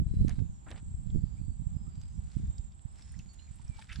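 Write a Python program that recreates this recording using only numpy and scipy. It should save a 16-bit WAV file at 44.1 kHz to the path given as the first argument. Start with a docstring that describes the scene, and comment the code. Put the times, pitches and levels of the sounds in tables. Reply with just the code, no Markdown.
"""A mesh crab trap is hauled by its rope out of a muddy creek, close to the microphone.
Rope and sleeves rustle with friction and shoes scuff the dry bank. The taut net ticks, and water
drips and gurgles from it, ringing as small bubbles. Wind buffets both microphone ports with eddies.
Farther off, over a wash of leaves and water, crickets trill in turns with their wings
and small birds whistle in the bushes."""
import sys
import numpy as np
from scipy import signal
from scipy.fft import rfft, irfft, next_fast_len
from scipy.io import wavfile

SR = 44100
rng = np.random.default_rng(int(sys.argv[2]) if len(sys.argv) > 2 else 0)


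def persist_wave(psi):
    """Save psi, clipped to +-1, as 16-bit WAV."""
    counts = np.round(np.clip(psi, -1, 1) * 32767).astype(np.int16)
    wavfile.write(sys.argv[1], SR, np.atleast_2d(counts).T)


N = 176400
TIME, FREQS = np.arange(N) / SR, np.fft.rfftfreq(N, 1 / SR)


def amp(db):
    """Decibels to gain."""
    return 10 ** (np.asarray(db) / 20)


def unit(x):
    """Scales to rms 1."""
    return x / np.sqrt(np.mean(x ** 2) + 1e-20)


def add(mix, start, sound):
    """Mixes a sound in at a start time in seconds."""
    part = mix[..., max(round(start * SR), 0):][..., :sound.shape[-1]]
    part += sound[..., :part.shape[-1]]


def colour(x, spectrum, tilt_db=0):
    """Filters by a spectrum of (Hz, dB) points, tilted per octave, and scales to rms 1."""
    size = next_fast_len(x.shape[-1])
    octave = np.log2(np.fft.rfftfreq(size, 1 / SR) + 1)
    hz, db = np.transpose(spectrum)
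    gain = amp(np.interp(octave, np.log2(hz), db) + tilt_db * np.maximum(octave, np.log2(hz[0])))
    return unit(irfft(rfft(x, size) * gain, size)[..., :x.shape[-1]])


def wander(rate, size=N):
    """A random curve of rms about 1, through `rate` new points a second."""
    points = rng.standard_normal(N // 4)
    return np.interp(np.arange(size) / SR * rate, np.arange(N // 4), points) * np.sqrt(3 / 2)


def noise_pair(alike, size=N):
    """Left and right white noise with correlation `alike`."""
    left, other = rng.standard_normal((2, size))
    return np.array([left, alike * left + np.sqrt(1 - alike ** 2) * other])


def pan(x, left_db):
    """Leans a sound to the left, or to the right if left_db is negative."""
    return x * amp([[left_db / 2], [-left_db / 2]])


def echoes(x, t60):
    """Diffuse scatter, different on each side, that falls 60 dB in t60 seconds."""
    t = TIME[:SR // 2]
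    tail = rng.standard_normal((2, len(t))) * amp(-60 * t / t60) * (t > .002)
    return signal.fftconvolve(np.atleast_2d(x), tail / np.linalg.norm(tail[0]), axes=1)[:, :N]


# Wind right on the microphone. Each row: time in seconds, left and right relative level in dB.
WIND_LEVELS = [(0, -32.5, -23), (0.058, -33.5, -45.5), (.21, -32, -22.5), (.32, -40, -31.5),
               (.43, -51.5, -29.5), (0.488, -41, -40.5), (.63, -51, -46), (.76, -50.5, -40),
               (.93, -41, -41.5), (1.029, -52, -37), (1.178, -35.5, -27.5), (1.309, -47.5, -38.5),
               (1.7, -48.5, -37), (2.12, -44, -41), (2.289, -53, -39), (2.438, -36.5, -34.5),
               (2.719, -54, -52.5), (3.02, -53.5, -50), (3.22, -48.5, -45.5), (3.42, -58, -54),
               (3.72, -51.5, -47.5), (3.87, -60, -57), (4, -48, -33)]
# Light wind and gusts at the ports. Each row: frequency in Hz, relative level in dB.
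BREEZE_SPECTRUM = [(10, -18), (30, -4.5), (65, 2.5), (120, -8), (200, -13.5), (300, -33.5), (500, -52.5),
                   (1000, -71.5), (3000, -100)]
GUST_SPECTRUM = [(10, 3), (30, 4), (65, -14), (120, 1), (200, -7), (300, -17), (500, -30), (1000, -64),
                 (3000, -89)]
# Eddies striking the ports. Each row: time in seconds, left and right level in dB, centre in Hz.
EDDIES = [(0.067, -15.5, -28.5, 85), (0.14, -41, -23, 196), (0.171, -18, -19, 99),
          (0.211, -19.5, -15.5, 126), (0.249, -46, -12.5, 203), (0.386, -53, -15, 121),
          (0.83, -50, -31.5, 147), (0.948, -21.5, -50, 75), (1.073, -59, -19, 76), (1.15, -38.5, -17, 179),
          (1.16, -31, -13.5, 154), (1.240, -46, -16, 115), (1.416, -53, -21.5, 117), (1.484, -57, -23, 133),
          (1.621, -41, -21, 111), (1.671, -42, -18, 85), (1.767, -43, -18, 111), (1.88, -52, -26, 125),
          (1.979, -45, -24.5, 101), (2.194, -28, -22.5, 70.5), (2.369, -49, -13, 124.5),
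          (2.4, -40, -27, 168), (2.499, -47, -19, 76), (2.598, -53, -24, 79.6), (2.857, -56, -22.5, 93),
          (3.196, -52, -31, 111), (3.512, -48, -29.5, 93), (3.698, -88, -21.5, 92),
          (3.991, -44, -26.5, 118)]
# Wind reaching the other channel inverted. Each row: frequency in Hz, share that crosses.
WIND_BLEED = [(60, 0.022), (200, 0.13), (400, 0.25), (800, 0.11)]

def wind():
    """Lumpy turbulence at each port, brighter when stronger, with single eddies thumping through."""
    times, *levels = np.transpose(WIND_LEVELS)
    out = np.zeros((2, N))
    for port, level in zip(out, levels):
        db, noise = np.interp(TIME, times, level), rng.standard_normal(N)
        force = np.clip((db + 37) / 22, 0, 1)
        rumble = (1 - force) * colour(noise, BREEZE_SPECTRUM) + force * colour(noise, GUST_SPECTRUM)
        lumps_db = 3.8 * wander(rate=60)
        port += amp(db + 1.5 + lumps_db) * rumble
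    t = TIME[:SR // 10] - .05
    for time, left_db, right_db, hz in EDDIES:
        phase = rng.uniform(-1.18, 1, (2, 1))
        eddy = ((1 - 2.2j * hz * t) ** -3 * np.exp(1j * phase)).real  # one brief swing of pressure
        add(out, time + t[0], amp([[left_db], [right_db]]) * eddy)
    bleed = np.interp(FREQS, *np.transpose(WIND_BLEED))
    return out - irfft(rfft(out[::-1]) * bleed, N)


# The distant creekside, as mid and side. Each row: frequency in Hz, relative level in dB.
WASH_MID_SPECTRUM = [(30, -1), (250, 13), (500, -4.5), (800, 2.5), (1200, -5.5), (2000, -10.5), (3600, -8),
                     (6000, -17.5), (8800, -12.5), (10500, -38), (12000, -25.5), (15500, -41)]
WASH_SIDE_SPECTRUM = [(30, -0.5), (250, 3), (500, 0.5), (800, 9.5), (1200, 0.5), (2000, -7), (3600, -18),
                      (6000, -16), (8800, -11), (10500, -28), (12000, -34), (15500, -41)]

def far_wash():
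    """Leaves and water blur into a wide, gently swelling noise."""
    mid, side = rng.standard_normal((2, N))
    mid = amp(-71) * colour(mid, WASH_MID_SPECTRUM)
    side = amp(-69) * colour(side, WASH_SIDE_SPECTRUM)
    swell = amp(1.4 * wander(rate=10))
    return pan(swell * np.array([mid + side, mid - side]), left_db=-0.4)


# Single crickets off to the right. Each row: start and length in seconds, pitch in Hz,
# relative level in dB, sag over one stroke in Hz.
CRICKET_TRILLS = [(0, .39, 7775, -72, 80), (.65, .43, 7775, -67, 80), (1.33, .42, 7775, -69, 80),
                  (2.0, .44, 7775, -69, 80), (2.7, .48, 7775, -68, 80), (3.48, .41, 7775, -66, 80),
                  (.39, .57, 6930, -74, 150), (1.25, .55, 6930, -76, 150), (2.12, .59, 6930, -72, 150),
                  (3.02, .52, 6930, -68, 220), (3.91, .09, 6930, -69, 220), (.13, .57, 7250, -75, 120),
                  (1.02, .5, 7250, -74, 120), (1.82, .45, 7250, -76, 120), (2.54, .5, 7250, -73, 120),
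                  (3.22, .45, 7250, -75, 120), (.48, .55, 7580, -74, 80), (1.34, .6, 7580, -73, 80),
                  (.85, .38, 7475, -66, 40), (1.58, .47, 7485, -68, 40), (2.43, .27, 7495, -64, 40)]
# The chorus behind them. Each row: frequency in Hz, relative level in dB.
CHORUS_SPECTRUM = [(100, -71.5), (6200, -23), (7000, -14), (7350, 1), (7600, 2.5), (7900, -8.5),
                   (8600, -25.5), (10000, -55)]
NOMINAL_STROKES_PER_S, CRICKET_DRIFT_HZ, LEFT_LAG_S = 31, 25, .000054

def crickets():
    """Trills of short wing strokes, each sagging in pitch, over a blurred chorus."""
    trills = np.zeros(N)
    for start, length, hz, db, sag_hz in CRICKET_TRILLS:
        t = np.arange(0, length, 1 / SR)
        stroke_rate = NOMINAL_STROKES_PER_S * rng.uniform(0.84, 1.5)
        stroke = (t * stroke_rate + 0.024 * wander(rate=3.6, size=len(t))) % 1
        pitch = hz - sag_hz * (stroke - .5) + CRICKET_DRIFT_HZ * wander(rate=120, size=len(t))
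        pulses = np.sin(np.pi * stroke) ** 2
        fade = np.clip(np.minimum(t, length - t) / 0.045, 0, 1)
        roughness = 1 + 0.22 * wander(rate=180, size=len(t))
        tone = np.sin(2 * np.pi * np.cumsum(pitch) / SR)
        add(trills, start, amp(db) * unit(pulses * fade * roughness * tone))
    shimmer = amp(-73 + 2 * wander(rate=130) + wander(rate=3.6))
    chorus = shimmer * colour(noise_pair(alike=0.24), CHORUS_SPECTRUM)
    spectra = rfft(amp(-2.5) * trills + amp(-9) * echoes(trills, t60=0.15) + chorus)
    spectra[0] *= np.exp(-2j * np.pi * FREQS * LEFT_LAG_S)  # the sound reaches the left port later
    return pan(irfft(spectra, N), left_db=-5.0)


# Rope and sleeves, close and centred. Each row: time in seconds, level in dB.
RUSTLE_LEVELS = [(0, -83), (.18, -70.5), (.36, -71), (.55, -90.5), (.9, -83), (1.15, -76), (1.5, -83),
                 (1.8, -88), (2.02, -72.5), (2.2, -79.5), (2.35, -66.5), (2.55, -78.5), (2.9, -86),
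                 (3, -67), (3.27, -75), (3.55, -70.5), (3.72, -72), (3.8, -62), (3.86, -68), (4, -61)]
# The rustle as heard. Each row: frequency in Hz, relative level in dB.
RUSTLE_SPECTRUM = [(100, -14), (600, -3), (1500, 2.5), (3000, 0.5), (5000, 0), (8000, -7.5), (10000, -9.5),
                   (12000, -28), (16000, -34)]
CRACKLES_PER_S = 240

def rope_rustle():
    """Fine friction grains and crackling fibres swell with each pull of the rope."""
    grains = noise_pair(alike=0.5) * amp(4.5 * wander(rate=1800) + 2.0 * wander(rate=170))
    impulses = rng.random(N) < CRACKLES_PER_S / SR
    crackle = impulses * amp(2 * np.minimum(rng.exponential(1, N), 2))
    fibres = unit(grains) + amp(-10.5) * unit(crackle)
    return amp(np.interp(TIME, *np.transpose(RUSTLE_LEVELS))) * colour(fibres, RUSTLE_SPECTRUM)


# A sleeve near the microphone as the arm reaches out. Each row: time in seconds, level in dB.
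SWISH_LEVELS = [(.04, -86), (.17, -75), (.31, -75.5), (.6, -93)]
# Its hiss. Each row: frequency in Hz, relative level in dB.
SLEEVE_SPECTRUM = [(100, -50), (6500, -11), (8500, 4.5), (10300, -2), (12000, -34)]

def sleeve_swish():
    """Cloth slides over cloth with a high hiss."""
    swell = amp(np.interp(TIME, *np.transpose(SWISH_LEVELS), right=-np.inf))
    return swell * colour(noise_pair(alike=0.35), SLEEVE_SPECTRUM)


# Birds in the far bushes, well to the right. Each row: start and length in seconds, first, middle
# and last pitch in Hz, relative level in dB, waver as a share of the pitch.
BIRD_WHISTLES = [(0.053, 0.36, 4030, 4070, 4170, -79.5, 0.037),
                 (0.299, 0.16, 3920, 3780, 3670, -85, 0.0163), (0.454, 0.17, 6900, 5850, 5640, -83, .026),
                 (1.12, 0.31, 4540, 4730, 4780, -82, .028), (1.33, 0.24, 4650, 4560, 4550, -83, .01),
                 (1.727, 0.19, 5050, 5030, 4880, -84, .02), (1.88, 0.29, 4750, 4865, 5060, -78.5, .01),
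                 (2.076, .13, 6900, 6150, 5620, -80, 0.029), (2.25, 0.52, 3400, 3683, 3600, -84.5, 0.014),
                 (2.868, 0.4, 5130, 5320, 5270, -80.5, 0.011), (3.285, 0.044, 4430, 4490, 4460, -67, 0.005),
                 (3.382, 0.062, 4000, 4170, 4140, -69, .005), (3.663, 0.15, 2450, 2320, 2300, -72, 0.0042)]

def birds():
    """Thin wavering whistles, smeared by the bushes."""
    out = np.zeros(N)
    for start, length, first, middle, last, db, waver in BIRD_WHISTLES:
        progress = np.linspace(0, 1, round(length * SR))
        glide = np.polyval(np.polyfit([0, .5, 1], [first, middle, last], 2), progress)
        pitch = glide * (1 + waver * wander(rate=400, size=len(progress)))
        swell = np.sqrt(abs(np.sin(np.pi * progress)))
        flutter = amp(wander(rate=50, size=len(progress)))
        tone = np.sin(2 * np.pi * np.cumsum(pitch) / SR)
        add(out, start, amp(db) * unit(swell * flutter * tone))
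    return pan(amp(-4.5) * (out + 1.04 * echoes(out, t60=0.11)), left_db=-10.5)


BURST_RISE_S, BURST_FALL_DB, DULL_DB_PER_OCTAVE = 0.0022, 25, 17.5

def grain_bursts(rows, spectrum):
    """Clumps of grains that start fast and die away; soft contacts lose their treble."""
    out, t = np.zeros((2, N)), TIME[:SR // 6]
    hz = np.geomspace(100, 16000, 60)
    knots, levels = np.transpose(spectrum)
    body_db = np.interp(np.log(hz), np.log(knots), levels)
    for start, length, db, tilt_db, top_hz in rows:
        dulled_db = body_db - DULL_DB_PER_OCTAVE * np.maximum(np.log2(hz / top_hz), 0)
        envelope = np.minimum(t / BURST_RISE_S, 1) * amp(-BURST_FALL_DB * (t / length) ** 2)
        grit = noise_pair(alike=0.86, size=len(t)) * amp(2 * wander(rate=700, size=len(t)))
        add(out, start, amp(db) * envelope * colour(grit, np.transpose([hz, dulled_db]), tilt_db))
    return out


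# Soles on the bank, close by. Each row: start and length in seconds, level in dB,
# tilt in dB per octave, frequency in Hz above which the scuff dulls.
SHOE_SCUFFS = [(.276, 0.025, -59, 0, 6000), (.291, 0.031, -47.5, -5.5, 3830),
               (.304, .04, -54.5, -3.5, 4000), (.387, .018, -58, -4, 5040), (.664, 0.049, -51, -4.5, 1470),
               (.682, 0.028, -57.5, 1.5, 2280), (.702, 0.048, -49, -5.5, 4500),
               (.716, .02, -48, -4.5, 2780), (.727, .01, -44.5, -6, 950), (.741, 0.035, -50, -7, 2100),
               (.758, 0.031, -58, -2.5, 4500), (.774, 0.037, -56, -4, 5300)]
# Crumbs and twigs underfoot. Each row: start in seconds, peak in dB, tilt in dB per octave.
TWIG_SNAPS = [(0.2825, -35, 0.5), (0.2946, -33.5, 2), (0.7055, -46, 7.5), (0.7147, -32, -4.5)]
# Scuffs and snaps on dry mud, heard with the treble cut off above about 10 kHz.
# Each row: frequency in Hz, relative level in dB.
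FOOTWORK_SPECTRUM = [(100, -9.5), (400, -13.5), (800, -4.5), (1100, -9), (1700, -1.5), (2600, -4.5),
                     (4000, -4.5), (6500, -11), (9500, -13), (12000, -35.5), (16000, -57)]
SNAP_DECAY_S = 0.00092

def footwork():
    """Shoes grind over dry mud and snap crumbs and twigs."""
    out = grain_bursts(SHOE_SCUFFS, FOOTWORK_SPECTRUM)
    t = TIME[:SR // 40] - .005
    envelope = np.exp(-abs(t) / SNAP_DECAY_S) * (t >= 0)
    for start, db, tilt_db in TWIG_SNAPS:
        snap = colour(noise_pair(alike=0.83, size=len(t)) * envelope, FOOTWORK_SPECTRUM, tilt_db)
        add(out, start + t[0], amp(db) * snap / abs(snap).max())
    return pan(out, left_db=-1.5)


# Drops under the net, near and a little to the right. Each row: start in seconds,
# bubble pitch in Hz, relative level in dB, decay time in seconds.
NET_DRIPS = [(1.102, 3180, -50.5, 0.0021), (1.371, 2360, -70.5, 0.027), (1.869, 1257, -68.5, 0.019),
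             (2.582, 4700, -49, 0.0012), (3.1198, 8700, -50, 0.0023), (3.140, 1850, -58, 0.0077),
             (3.195, 2650, -53, 0.0059), (3.334, 9570, -54, 0.0013), (3.394, 2780, -54, 0.0042),
             (3.475, 2230, -66, 0.01), (3.558, 8770, -52, 0.0017), (3.595, 915, -57.5, 0.0057),
             (3.679, 5640, -49, 0.0019), (3.789, 847, -45, 0.0076), (3.892, 2250, -46, 0.0038),
             (3.898, 1965, -42, 0.0034), (3.902, 1690, -51, 0.0017), (3.910, 2600, -45, 0.0016),
             (3.916, 1370, -59, 0.0043), (3.918, 2600, -39, 0.0014), (3.927, 1750, -43.5, .002),
             (3.947, 1570, -60, 0.0036), (3.957, 1620, -45, .004), (3.983, 4120, -53, 0.0027)]
# A drop radiates little bass. Each row: frequency in Hz, gain in dB.
DROP_RADIATION = [(560, -30), (790, 0), (10000, 0), (14000, -8)]
BUBBLE_RISE_PER_S, BUBBLE_WOBBLE = 2, 0.046  # as shares of the pitch
DRIP_ATTACK_S, SPLAT_DECAY_S = 0.0005, 0.0028

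def drips():
    """Each drop splats and rings a small wobbling bubble that rises in pitch."""
    out, t = np.zeros(N), TIME[:SR // 12]
    attack = 1 - np.exp(-(t / DRIP_ATTACK_S) ** 2)
    for start, hz, db, decay in NET_DRIPS:
        pitch = hz * (1 + BUBBLE_RISE_PER_S * t + BUBBLE_WOBBLE * wander(rate=760, size=len(t)))
        bubble = np.sin(2 * np.pi * np.cumsum(pitch) / SR) * np.exp(-t / decay)
        splat_spectrum = [(hz / 2, -25), (hz, 0), (hz * 1.8, -10), (hz * 3, -40)]
        splat = colour(rng.standard_normal(len(t)), splat_spectrum) * np.exp(-t / SPLAT_DECAY_S)
        add(out, start, amp(db + 0.5) * (bubble + amp(-12.5) * splat) * attack)
    radiation = amp(np.interp(FREQS, *np.transpose(DROP_RADIATION)))
    return pan(irfft(rfft(out) * radiation, N), left_db=-3.0)


# The net, near and just left of centre. Each row: start in seconds, peak in dB, centre in Hz.
NET_TICKS = [(1.955, -57, 3550), (2.015, -48, 4600), (2.318, -53.5, 3700), (2.582, -45.5, 4800),
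             (2.722, -57, 3370), (2.793, -59, 2530), (2.959, -56, 4770), (2.986, -57, 3830),
             (3.0226, -49.5, 3440), (3.1906, -42.5, 4540), (3.344, -52, 5000), (3.395, -60, 3000),
             (3.793, -48, 2940), (3.8231, -41, 2150), (3.894, -47, 2700), (3.93, -40.5, 4270),
             (3.959, -33.5, 3240)]
# The colour of one tick. Each row: multiple of its centre frequency, relative level in dB.
TICK_SPECTRUM = [(.08, -28), (.3, -12), (1, 4), (1.6, 6), (2.2, -15), (3.6, -27)]
TICK_DECAY_S = 0.0014

def net_ticks():
    """Taut wet mesh and rope give short toneless ticks, and drops slap the net."""
    out, t = np.zeros((2, N)), TIME[:SR // 40] - .005
    envelope = np.exp(-abs(t) / TICK_DECAY_S) * (t >= 0)
    for start, db, hz in NET_TICKS:
        spectrum = [(hz * multiple, level) for multiple, level in TICK_SPECTRUM]
        tick = colour(noise_pair(alike=0.94, size=len(t)) * envelope, spectrum)
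        add(out, start + t[0], amp(db) * tick / abs(tick).max())
    return pan(out, left_db=1.5)


# Water running out of the mesh, close and centred. Each row: time in seconds, level in dB.
GURGLE_LEVELS = [(3.886, -67), (3.895, -63), (3.905, -54), (3.93, -55), (3.94, -67), (3.96, -64), (4, -90)]
# Spatters from the net. Each row: start and length in seconds, level in dB,
# tilt in dB per octave, frequency in Hz above which the spatter dulls.
NET_SPATTERS = [(3.812, 0.029, -57, 4.5, 9100), (3.892, 0.019, -54, 2, 6000), (3.923, 0.042, -55, 6, 10500)]
# Their spray as heard. Each row: frequency in Hz, relative level in dB.
SPRAY_SPECTRUM = [(100, -30), (900, -38), (1700, 11), (3000, 1), (5800, -7), (7000, -17), (10300, -14),
                  (12000, -51), (16000, -45)]
GURGLE_HZ, GURGLE_SPREAD_OCTAVES = 2140, 0.72
BUBBLES_PER_S, BUBBLE_SIZES, BUBBLE_DECAY_CYCLES = 650, 16, 34

def draining():
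    """Water leaves the rising net in a cloud of short bubbles and spatters."""
    cloud, t = np.zeros(N), TIME[:SR // 30]
    for hz in GURGLE_HZ * 2 ** (GURGLE_SPREAD_OCTAVES * np.linspace(-1, 1, BUBBLE_SIZES)):
        chirp = np.sin(2 * np.pi * hz * t * (1 + BUBBLE_RISE_PER_S * t / 2))
        envelope = np.exp(-t * hz / BUBBLE_DECAY_CYCLES) * np.minimum(t / 0.0013, 1)
        births = rng.random(N) < BUBBLES_PER_S / BUBBLE_SIZES / SR
        strengths = rng.uniform(.3, 1, N)
        cloud += signal.oaconvolve(births * strengths, chirp * envelope)[:N]
    flow = amp(np.interp(TIME, *np.transpose(GURGLE_LEVELS), left=-np.inf))
    return flow * unit(cloud) + grain_bursts(NET_SPATTERS, SPRAY_SPECTRUM)


def scene():
    """From the creek's edge: shoes, net and water echo off the bank, amid wildlife and wind."""
    near = footwork() + net_ticks() + drips() + draining()
    bank = amp(-12) * echoes(near, t60=0.1)
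    return near + bank + rope_rustle() + sleeve_swish() + crickets() + birds() + far_wash() + wind()


BAND_LIMIT_HZ = 15300

def record(dry):
    """The stereo microphone hears less top treble on the left, more on the right, up to a band limit."""
    shade_db = np.interp(FREQS, [6000, 11000], [0, 3.5])
    heard = irfft(rfft(dry) * amp([-shade_db, shade_db / 2]), N)
    lowpass = signal.firwin(511, BAND_LIMIT_HZ, window=("kaiser", 9), fs=SR)
    return signal.oaconvolve(heard, lowpass[None], "same")


dry = scene()
out = record(dry)
persist_wave(out)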